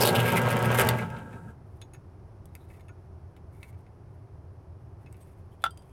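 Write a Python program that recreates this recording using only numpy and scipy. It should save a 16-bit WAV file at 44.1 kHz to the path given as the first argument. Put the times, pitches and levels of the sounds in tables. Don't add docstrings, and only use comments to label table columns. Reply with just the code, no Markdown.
import sys
import numpy as np
from scipy import signal
from scipy.fft import rfft, irfft
from scipy.io import wavfile
from scipy.ndimage import uniform_filter1d

SR = 44100
rng = np.random.default_rng(int(sys.argv[2]) if len(sys.argv) > 2 else 0)


def generate_wav(sig):
    pcm = np.round(np.clip(np.atleast_2d(sig).T, -1, 1) * 32767).astype(np.int16)
    wavfile.write(sys.argv[1], SR, pcm)


N = 261378
T = np.arange(N) / SR

# frequency in Hz, relative level in dB.
ROOM_TONE = [(20, -17), (50, -12), (88, 0.5), (125, -6), (170, -14.5), (230, -22.5), (380, -19.5),
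             (460, -25.5), (700, -25.5), (1000, -30), (2000, -44), (3700, -56.5), (5500, -53), (7500, -64),
             (10000, -56), (12500, -66), (16000, -69.5)]
BEARING_RATTLE = [(200, -13), (320, -18), (400, -0.5), (620, -3), (720, -4.5), (1050, -3.5), (1650, -11.5),
                  (1850, -9.5), (3000, -12), (4100, -25), (6000, -29.5), (11000, -36.5), (16000, -45.5)]
BELT_FLAP = [(25, -39), (45, -18.5), (65, -24), (88, -2.5), (118, 5), (135, 2), (153, 8), (174, 2.5),
             (195, -9), (222, 0.5), (250, -4), (275, -8), (320, -9), (400, -25.5), (800, -55.5)]
CHIP_SPECTRUM = [(300, -18.5), (700, -5), (1500, -1.5), (3000, 10), (4500, -2), (6800, 2), (8500, 4.5),
                 (10800, 4), (13000, -2), (16000, -4.5)]
BURR_SPECTRUM = [(800, -25), (1600, 2.5), (2250, 5.5), (3000, 0), (3800, -1.5), (5500, -5.5), (8000, -0.5),
                 (10500, 2.5), (15000, -4), (16000, -7)]

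# frequency in Hz, width in Hz, relative level in dB.
PRESS_FRAME = [(379, 17, 1.5), (508.8, 33, 7), (740, 18, 2.5), (916, 19, 5), (1133, 13, -6),
               (1289.6, 36, -1.5), (1370, 40.4, -4.5), (1430, 19, -1), (1590, 89, -1), (1656, 70, -2),
               (1875, 26, -16.5), (2020, 17, -21), (2590, 30, -20.5), (3790, 40, -27)]
STEP_BIT = [(4920, 160, -5), (8900, 240, 2.5), (10320, 110, 2.5), (12430, 320, -2), (13300, 274, -4)]
PRESSED_LID = [(460, 140, 2), (610, 142.7, -2), (756, 35, 5), (914.4, 180, -8.5)]
RUBBED_LID = [(2275, 15, 3), (2420, 67, -2.5), (3586, 24, -3.5), (4450, 60, -11.5), (6890, 67, -9),
              (8400, 200, 2), (9400, 100, -7.5), (10180, 210, 6), (12350, 150, -3.5), (12980, 190, -4),
              (14090, 170, -3.5)]

# frequency in Hz, relative level in dB, 60 dB decay time in seconds.
HOLE_RIM = [(1980, -2.5, .025), (3600, -3.5, 0.017), (3730, -4, .014), (4440, -1, 0.011), (8300, -5, 0.012),
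            (8800, -13.5, .01), (11960, -0.5, .01), (14200, 0.5, .01)]
HELD_LID = [(1463, -2.5, 0.089), (1796, -6, 0.045), (2237, 5.5, 0.014), (2580, -0.5, 0.021),
            (2970, -9, 0.012), (3480, 0, 0.013), (3890, -8.5, 0.016), (4500, -16, 0.02), (5030, -6, .02)]
HELD_BIT = [(6630, -8, 0.1), (8070, -15, 0.04), (10350, 0, 0.031), (12000, -21, 0.077)]
FREE_BIT = [(3170, -5.5, 0.13), (4800, -1, 0.047), (8340, 4.5, 0.031), (10450, -6, 0.081),
            (13140, -22, .06)]
BIT_ON_TABLE = [(790, -2.5, 0.03), (865, -3, 0.034), (1195, -5, 0.025), (1340, 4, 0.036), (1378, 4.5, .048),
                (1985, -20, 0.06), (2780, -8, .02), (3080, -5, 0.018), (3425, -1, 0.02), (3500, -4, .026),
                (4540, -16, .022), (4845, -14, 0.024), (5780, -18, 0.018), (7480, -19, .02),
                (8850, -10, 0.01), (9550, -12, .013), (10650, -7, .011), (12800, -13, .01)]

# time in seconds, level in dB.
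HUM_LEVELS = [(0.03, -27.5), (.095, -38), (.14, -38), (.185, -28.5), (.31, -31), (.4, -29), (.48, -25),
              (.6, -30), (.66, -25), (.85, -29), (.94, -25)]
# frequency in Hz, relative level in dB.
MOTOR_TONES = [(239.7, -6.5), (359.6, -14.5), (479.2, -8), (563.5, -11), (629, -11.5), (746, -13.5),
               (805, -16), (868, -16), (912, -16), (987.5, -14.5), (1134, -15), (1278, -15.5), (1462, -17),
               (1613.8, -10), (2020, -21.5), (2752, -24.5)]
# start in seconds, length in seconds, level in dB,
# chatter against the scrape in dB.
BITES = [(.001, 0.045, -23.5, -3.5), (0.034, 0.08, -26, -5), (0.146, 0.03, -30.5, 2.5),
         (0.183, 0.037, -41.5, 8), (0.226, 0.13, -38.5, 4.5), (0.346, 0.054, -33.5, 1.5),
         (0.487, 0.052, -38, 0), (0.637, 0.041, -40.5, 4.5), (0.722, 0.052, -40.5, 2),
         (0.768, 0.061, -27, -1)]
# start in seconds, relative level in dB.
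CHIP_SNAPS = [(.0144, -17.5), (.0573, -19), (.0732, -11.5), (.148, -26.5), (.2004, -24), (.2543, -34),
              (.321, -24), (.368, -19), (.4868, -27), (.5097, -31), (.5665, -25.5), (.5915, -28),
              (.6255, -26), (.7168, -25), (.7472, -20.5), (.7515, -29), (.8345, -33), (.849, -26.5),
              (.8644, -31), (.871, -23), (.8874, -17.5), (.8888, -14.5), (.9725, -35), (.986, -33)]
# start in seconds, peak in dB.
RIM_CRACKS = [(0.887, -29), (0.8889, -8.5)]
# start in seconds, relative scratch level in dB, lid peak in dB,
# favoured pitch in Hz, nominal scratch length in seconds, bit peak in dB.
CATCHES = [(.988, -49, -27, 2200, 0.016, -80), (1.102, -37, -37.5, 2200, 0.0068, -77),
           (1.164, -55, -43, 2540, 0.025, -87), (1.187, -43, -57, 2600, .006, -75),
           (1.329, -51, -47.5, 2100, 0.017, -80), (1.8157, -53, -43, 3530, 0.013, -43),
           (1.823, -58, -43, 3500, 0.0049, -61), (1.9355, -48, -49.5, 2620, 0.021, -45),
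           (1.946, -53, -46.5, 1800, 0.02, -58), (2.4565, -29.5, -57, 4000, 0.0018, -75),
           (2.552, -24.5, -39.5, 2070, 0.0027, -70), (2.556, -47, -63, 2100, 0.0026, -75),
           (2.699, -56, -52, 2010, 0.044, -80), (2.737, -55, -60, 2380, 0.052, -80),
           (2.796, -59, -53, 2000, .015, -66), (2.807, -52, -52, 2780, 0.017, -70),
           (2.883, -68, -51.5, 2800, 0.023, -56.5), (2.891, -70, -48, 1590, 0.024, -62),
           (3.365, -51.5, -53, 2700, 0.016, -80), (3.63, -36, -35.5, 2400, 0.0032, -74),
           (3.633, -40, -47.5, 2230, .005, -75), (3.727, -60, -60, 2200, 0.017, -80),
           (3.743, -64, -61, 2300, 0.011, -80), (3.865, -66, -54.5, 2700, 0.01, -80),
           (5.061, -74, -51.5, 2500, 0.025, -66), (5.127, -34, -58, 2200, 0.0024, -78),
           (5.144, -80, -54.5, 2640, 0.014, -80), (5.168, -50, -70, 4000, .004, -75),
           (5.62, -47, -50, 3300, 0.023, -69)]
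# start in seconds, length in seconds, level in dB,
# rasp pitch in Hz, rasp against the scrape in dB.
STROKES = [(1.66, .2, -87, 2190, -10), (2.482, 0.22, -77.5, 3820, -4), (2.678, 0.14, -72.5, 2030, 0.5),
           (3.505, 0.16, -75.5, 2230, 1), (3.628, 0.086, -69, 2220, -6), (3.769, 0.049, -77, 2200, -13),
           (4.997, 0.47, -79, 2630, -18), (5.204, 0.043, -79, 8500, 2), (5.315, .1, -85, 2300, -6),
           (5.473, 0.56, -78, 3170, -5)]
# start in seconds, level in dB, favoured pitch in Hz.
TINKS = [(2.456, -57, 8200), (2.552, -51, 5000), (5.126, -48, 8000), (5.22, -59, 8200), (5.231, -61, 8200)]
# start in seconds, relative levels of crack, knock and free ring
# in dB, rise time in seconds, treble limit of the knock in Hz.
LANDINGS = [(5.6398, -24, -6.5, -50, .0002, 9000), (5.6492, -37, -27, -56.5, .0003, 9000),
            (5.6548, -47, -17, -65, .0005, 4500), (5.6622, -41, -10.5, -62, .001, 3200),
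            (5.7072, -47, -62, -43, .0005, 9000), (5.7743, -46, -54, -48, .0005, 6000),
            (5.792, -64, -70, -56, .0005, 6000), (5.8218, -57, -60, -58, .0005, 6000),
            (5.8947, -59, -80, -68, .0005, 6000)]

HUM_HZ = 119.8
THROUGH_S, SETTLE_T60_S = 0.085, 1
PUSH_S = 0.81
OFF_S, STOP_S, MOTOR_T60_S = 0.945, 1.505, 0.47


def amp(db):
    return 10 ** (np.asarray(db) / 20)


def unit(x):
    return x / np.sqrt(np.mean(x ** 2))


def fade(t, t60):
    return np.exp(-np.log(1000) * t / t60)


def hold(until_s, t60):
    return fade(np.maximum(T - until_s, 0), t60)


def arch(start, length, sharpness):
    return np.sin(np.pi * np.clip((T - start) / length, 0, 1)).clip(0) ** sharpness


def add(out, start, x):
    i = max(int(start * SR), 0)
    out[i:i + len(x)] += x[:N - i]


def walk(rate):
    span = int(SR / rate)
    steps = rng.standard_normal(N)[np.arange(N) // span]
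    return 1.2 * uniform_filter1d(uniform_filter1d(steps, span), span)


def grains(rate, spread_db):
    hits = (rng.random(N) < rate / SR) * rng.choice([-1, 1], N)
    return unit(hits * amp(spread_db * np.clip(rng.standard_normal(N), -2, 2)))


def lowpass(x, hz):
    return signal.sosfilt(signal.butter(1, min(hz, SR / 3), fs=SR, output="sos"), x)


def highpass(x, hz):
    return signal.sosfilt(signal.butter(2, hz, "high", fs=SR, output="sos"), x)


def band(x, hz, width_hz):
    return signal.lfilter(*signal.iirpeak(hz, hz / width_hz, SR), x)


def steep_band(x, hz, width_hz):
    return band(band(x, hz, width_hz), hz, width_hz)


def colour(x, spectrum):
    hz, db = np.transpose(spectrum)
    size = 8192
    gain = amp(np.interp(np.log(np.fft.rfftfreq(size, 1 / SR) + 1), np.log(hz), db))
    cepstrum = irfft(np.log(gain))[:size // 2]
    response = irfft(np.exp(rfft(2 * cepstrum, size)))
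    return signal.fftconvolve(x, response / np.linalg.norm(response))[:N]


def resonate(x, modes):
    return unit(sum((-1) ** k * amp(db) * band(x, hz, width) for k, (hz, width, db) in enumerate(modes)))


def ring(modes, centre_hz=None, detune=0.):
    t = T[:SR // 2]
    y = np.zeros(len(t))
    for hz, db, t60 in modes:
        size, shift = rng.standard_normal(2)
        share = 1 / (1 + np.log2(hz / centre_hz) ** 2 / 0.095) if centre_hz else 1
        y += share * amp(db + size) * fade(t, t60) * np.sin(2 * np.pi * hz * (1 + detune * shift) * t)
    return y / np.abs(y).max()


def crack(t60, rise_s):
    t = T[:SR // 2]
    shape = fade(t, t60) * (1 - np.exp(-t / rise_s))
    return rng.standard_normal(len(t)) * shape / shape.max() / 2


def workshop():
    air = unit(colour(rng.standard_normal(N), ROOM_TONE))
    boom = unit(steep_band(rng.standard_normal(N), 85.2, 22))
    duct = unit(band(rng.standard_normal(N), 380, 23))
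    return amp(-48.5 + 0.42 * walk(2.6)) * (amp(1.5) * air + amp(-13) * boom + amp(-18) * duct)


def motor_gain():
    return amp(-30.5 + 2 * hold(THROUGH_S, SETTLE_T60_S)) * hold(OFF_S, MOTOR_T60_S)


def motor():
    hum = np.sin(2 * np.pi * HUM_HZ * T + 0.25 * walk(14))
    hum *= amp(np.interp(T, *np.transpose(HUM_LEVELS)) + 0.7 * walk(24))
    tones = np.zeros(N)
    for hz, db in MOTOR_TONES:
        level = amp(db + 2.5 * walk(30))
        waver = (0.22 + hz / 8000) * walk(18)
        tones += level * np.sin(2 * np.pi * hz * T + waver + 2 * np.pi * rng.random())
    return np.sqrt(2) * (hum * hold(OFF_S, MOTOR_T60_S) + amp(-3) * tones * motor_gain())


def bearing_knocks():
    mains = 1 + 0.5 * np.sin(2 * np.pi * HUM_HZ * T) * (T < OFF_S)
    return grains(rate=5000, spread_db=6) * mains * amp(1.5 * walk(70))


def running(level_db, fall_db, load_db, coast_throb_db):
    lap_s, crest_s, powered_throb_db = 0.1674, 1.017, 1.5
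    coasting = np.clip((T - OFF_S) / (STOP_S - OFF_S), 0, 1) ** 0.55
    load = np.exp(-((T - PUSH_S) / 0.023) ** 2)
    depth_db = powered_throb_db + (coast_throb_db - powered_throb_db) * coasting
    throb_db = depth_db * np.cos(2 * np.pi * (T - crest_s) / lap_s)
    return amp(level_db + load_db * load + throb_db - fall_db * coasting) * hold(STOP_S, t60=0.14)


def press():
    rattle = unit(colour(bearing_knocks(), BEARING_RATTLE))
    rattle *= running(-33.5, fall_db=36, load_db=5, coast_throb_db=4.5)
    frame = resonate(bearing_knocks(), PRESS_FRAME)
    frame *= running(-32.5, fall_db=21.5, load_db=10.5, coast_throb_db=2)
    belt = unit(colour(grains(rate=500, spread_db=-0.5), BELT_FLAP))
    belt *= running(-30.5, fall_db=15, load_db=1.5, coast_throb_db=0.5)
    hiss = unit(steep_band(rng.standard_normal(N), 8700, 6000))
    hiss *= running(-67, fall_db=7.5, load_db=9, coast_throb_db=1.5)
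    return rattle + frame + belt + hiss


def fractures(rate=230, jitter=0.28, spread_db=3.5):
    spacing, size = rng.standard_normal((N // 100, 2)).T
    gaps = np.exp(jitter * spacing) / rate
    starts = np.cumsum(gaps) - gaps
    latest = np.searchsorted(starts, T, "right") - 1
    age = T - starts[latest]
    return age, unit(amp(spread_db * np.clip(size[latest], -2, 1)) * fade(age, t60=0.012))


def zip_tone(age, start_hz=14500, end_hz=10300, fall_s=0.0017):
    hz = (end_hz + (start_hz - end_hz) * np.exp(-age / fall_s)) * (1 + 0.027 * rng.standard_normal())
    return np.sin(2 * np.pi * np.cumsum(hz) / SR)


def cutting():
    squeak_hz, rasp_hz, sink_s = 5400, 2000, 0.12
    slips = grains(rate=1700, spread_db=4.5)
    age, force = fractures()
    crunch = force * grains(rate=14000, spread_db=1)
    scrape = amp(-2.5) * unit(colour(crunch, CHIP_SPECTRUM)) + amp(-5.5) * resonate(crunch, STEP_BIT)
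    scrape += amp(-4) * force * zip_tone(age)
    bites = np.zeros(N)
    for start, length, db, chatter_db in BITES:
        hz = rasp_hz + (squeak_hz - rasp_hz) * np.exp(-(start + length / 2) / sink_s)
        chatter = unit(steep_band(crunch + slips, hz, width_hz=1300))
        bites += amp(db) * arch(start, length, sharpness=1.1) * (scrape + amp(chatter_db) * chatter)
    rubbing = amp(-24.5) * unit(colour(slips, CHIP_SPECTRUM)) + amp(-29) * resonate(slips, STEP_BIT)
    rubbing *= amp(2.8 * walk(60)) * motor_gain()
    drumming = amp(-25) * resonate(slips, PRESSED_LID) * hold(THROUGH_S, SETTLE_T60_S)
    return bites + rubbing + drumming


def snaps():
    cracks, notes = np.zeros((2, N))
    t = T[:SR // 2]
    small_starts = 0.56 * rng.random(30)
    small_db = -32.5 + 3.5 * rng.standard_normal(30)
    for start, db in [*CHIP_SNAPS, *zip(small_starts, small_db)]:
        add(cracks, start, amp(db - 5.5) * crack(t60=0.023, rise_s=0.0003034))
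        add(notes, start, amp(min(db, -21) - 8) * fade(t, t60=0.012) * zip_tone(t))
    for start, db in RIM_CRACKS:
        add(notes, start, amp(db) * ring(HOLE_RIM))
    return colour(cracks, CHIP_SPECTRUM) + notes


def table_ring():
    note = np.sin(2 * np.pi * 869 * (T - PUSH_S) + 0.45 * walk(20))
    return amp(-32 + 2 * walk(30)) * note * (T > PUSH_S) * hold(PUSH_S, t60=1.2)


def catches():
    contact, body = np.zeros((2, N))
    for start, scratch_db, lid_db, hz, length, bit_db in CATCHES:
        jolt = crack(t60=2 * length, rise_s=0.00015)
        lid = signal.fftconvolve(jolt, ring(HELD_LID, centre_hz=hz, detune=0.006))
        scratch = crack(t60=2.9 * length, rise_s=0.00022)
        scratch -= lowpass(scratch, 18 / length)
        add(contact, start, amp(scratch_db - 7.5) * scratch)
        add(body, start, amp(lid_db) * lid / np.abs(lid).max())
        add(body, start, amp(bit_db) * ring(HELD_BIT))
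    finger_damping = fade(T[:SR // 2], t60=0.027)
    for start, db, hz in TINKS:
        add(body, start, amp(db) * ring(FREE_BIT, centre_hz=hz) * finger_damping)
    return colour(contact, BURR_SPECTRUM) + body


def deburring(drag_db=4.5):
    slips = grains(rate=1800, spread_db=-0.5) * amp(drag_db * walk(50))
    push = lowpass(slips, 1483)
    scrape = amp(-0.6) * colour(slips, BURR_SPECTRUM) + amp(-6.5) * resonate(push, RUBBED_LID)
    out = amp(-93.5) * scrape
    for start, length, db, hz, rasp_db in STROKES:
        rasp = unit(steep_band(slips, hz, 0.15 * hz)) * amp(drag_db * walk(60))
        out += amp(db) * arch(start, length, sharpness=0.43) * (scrape + amp(rasp_db) * rasp)
    return out


def put_down():
    cracks, knock, thud, free, slide = np.zeros((5, N))
    t = T[:SR // 2]
    for start, crack_db, knock_db, ring_db, rise_s, contact_hz in LANDINGS:
        rise = 1 - np.exp(-t / rise_s)
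        knock *= hold(start, t60=0.007)
        add(cracks, start, amp(crack_db) * crack(t60=0.014, rise_s=0.00012))
        add(knock, start, amp(knock_db) * lowpass(ring(BIT_ON_TABLE, detune=0.002), contact_hz) * rise)
        add(thud, start, amp(knock_db - 15) * crack(t60=0.059, rise_s=0.00043))
        add(free, start, amp(ring_db) * ring(FREE_BIT) * rise)
        add(slide, start, amp(ring_db - 26) * fade(t, t60=0.19))
    rubbed_modes = [(hz, 60, db) for hz, db, _ in FREE_BIT]
    sliding = resonate(grains(rate=300, spread_db=4), rubbed_modes) * slide
    body = knock + free * amp(2 * walk(150)) + colour(cracks, CHIP_SPECTRUM) + sliding
    return highpass(body, 600) + steep_band(thud, 260, 330)


def room(x, t60, wet_db):
    t = T[:SR // 2]
    tail = signal.lfilter([1], [1, -0.5], rng.standard_normal(len(t))) * fade(t, t60) * (t > 0.004)
    return x + amp(wet_db) * signal.fftconvolve(x, tail / np.linalg.norm(tail))[:N]


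def scene():
    near = motor() + press() + table_ring() + cutting() + snaps() + deburring() + catches() + put_down()
    return (room(near, t60=0.079, wet_db=-12) + workshop())[None]


def record(dry):
    top_cut = signal.ellip(10, 0.2, 80, 16100, fs=SR, output="sos")
    return signal.sosfilt(top_cut, highpass(dry, 25))


dry = scene()
out = record(dry)
generate_wav(out)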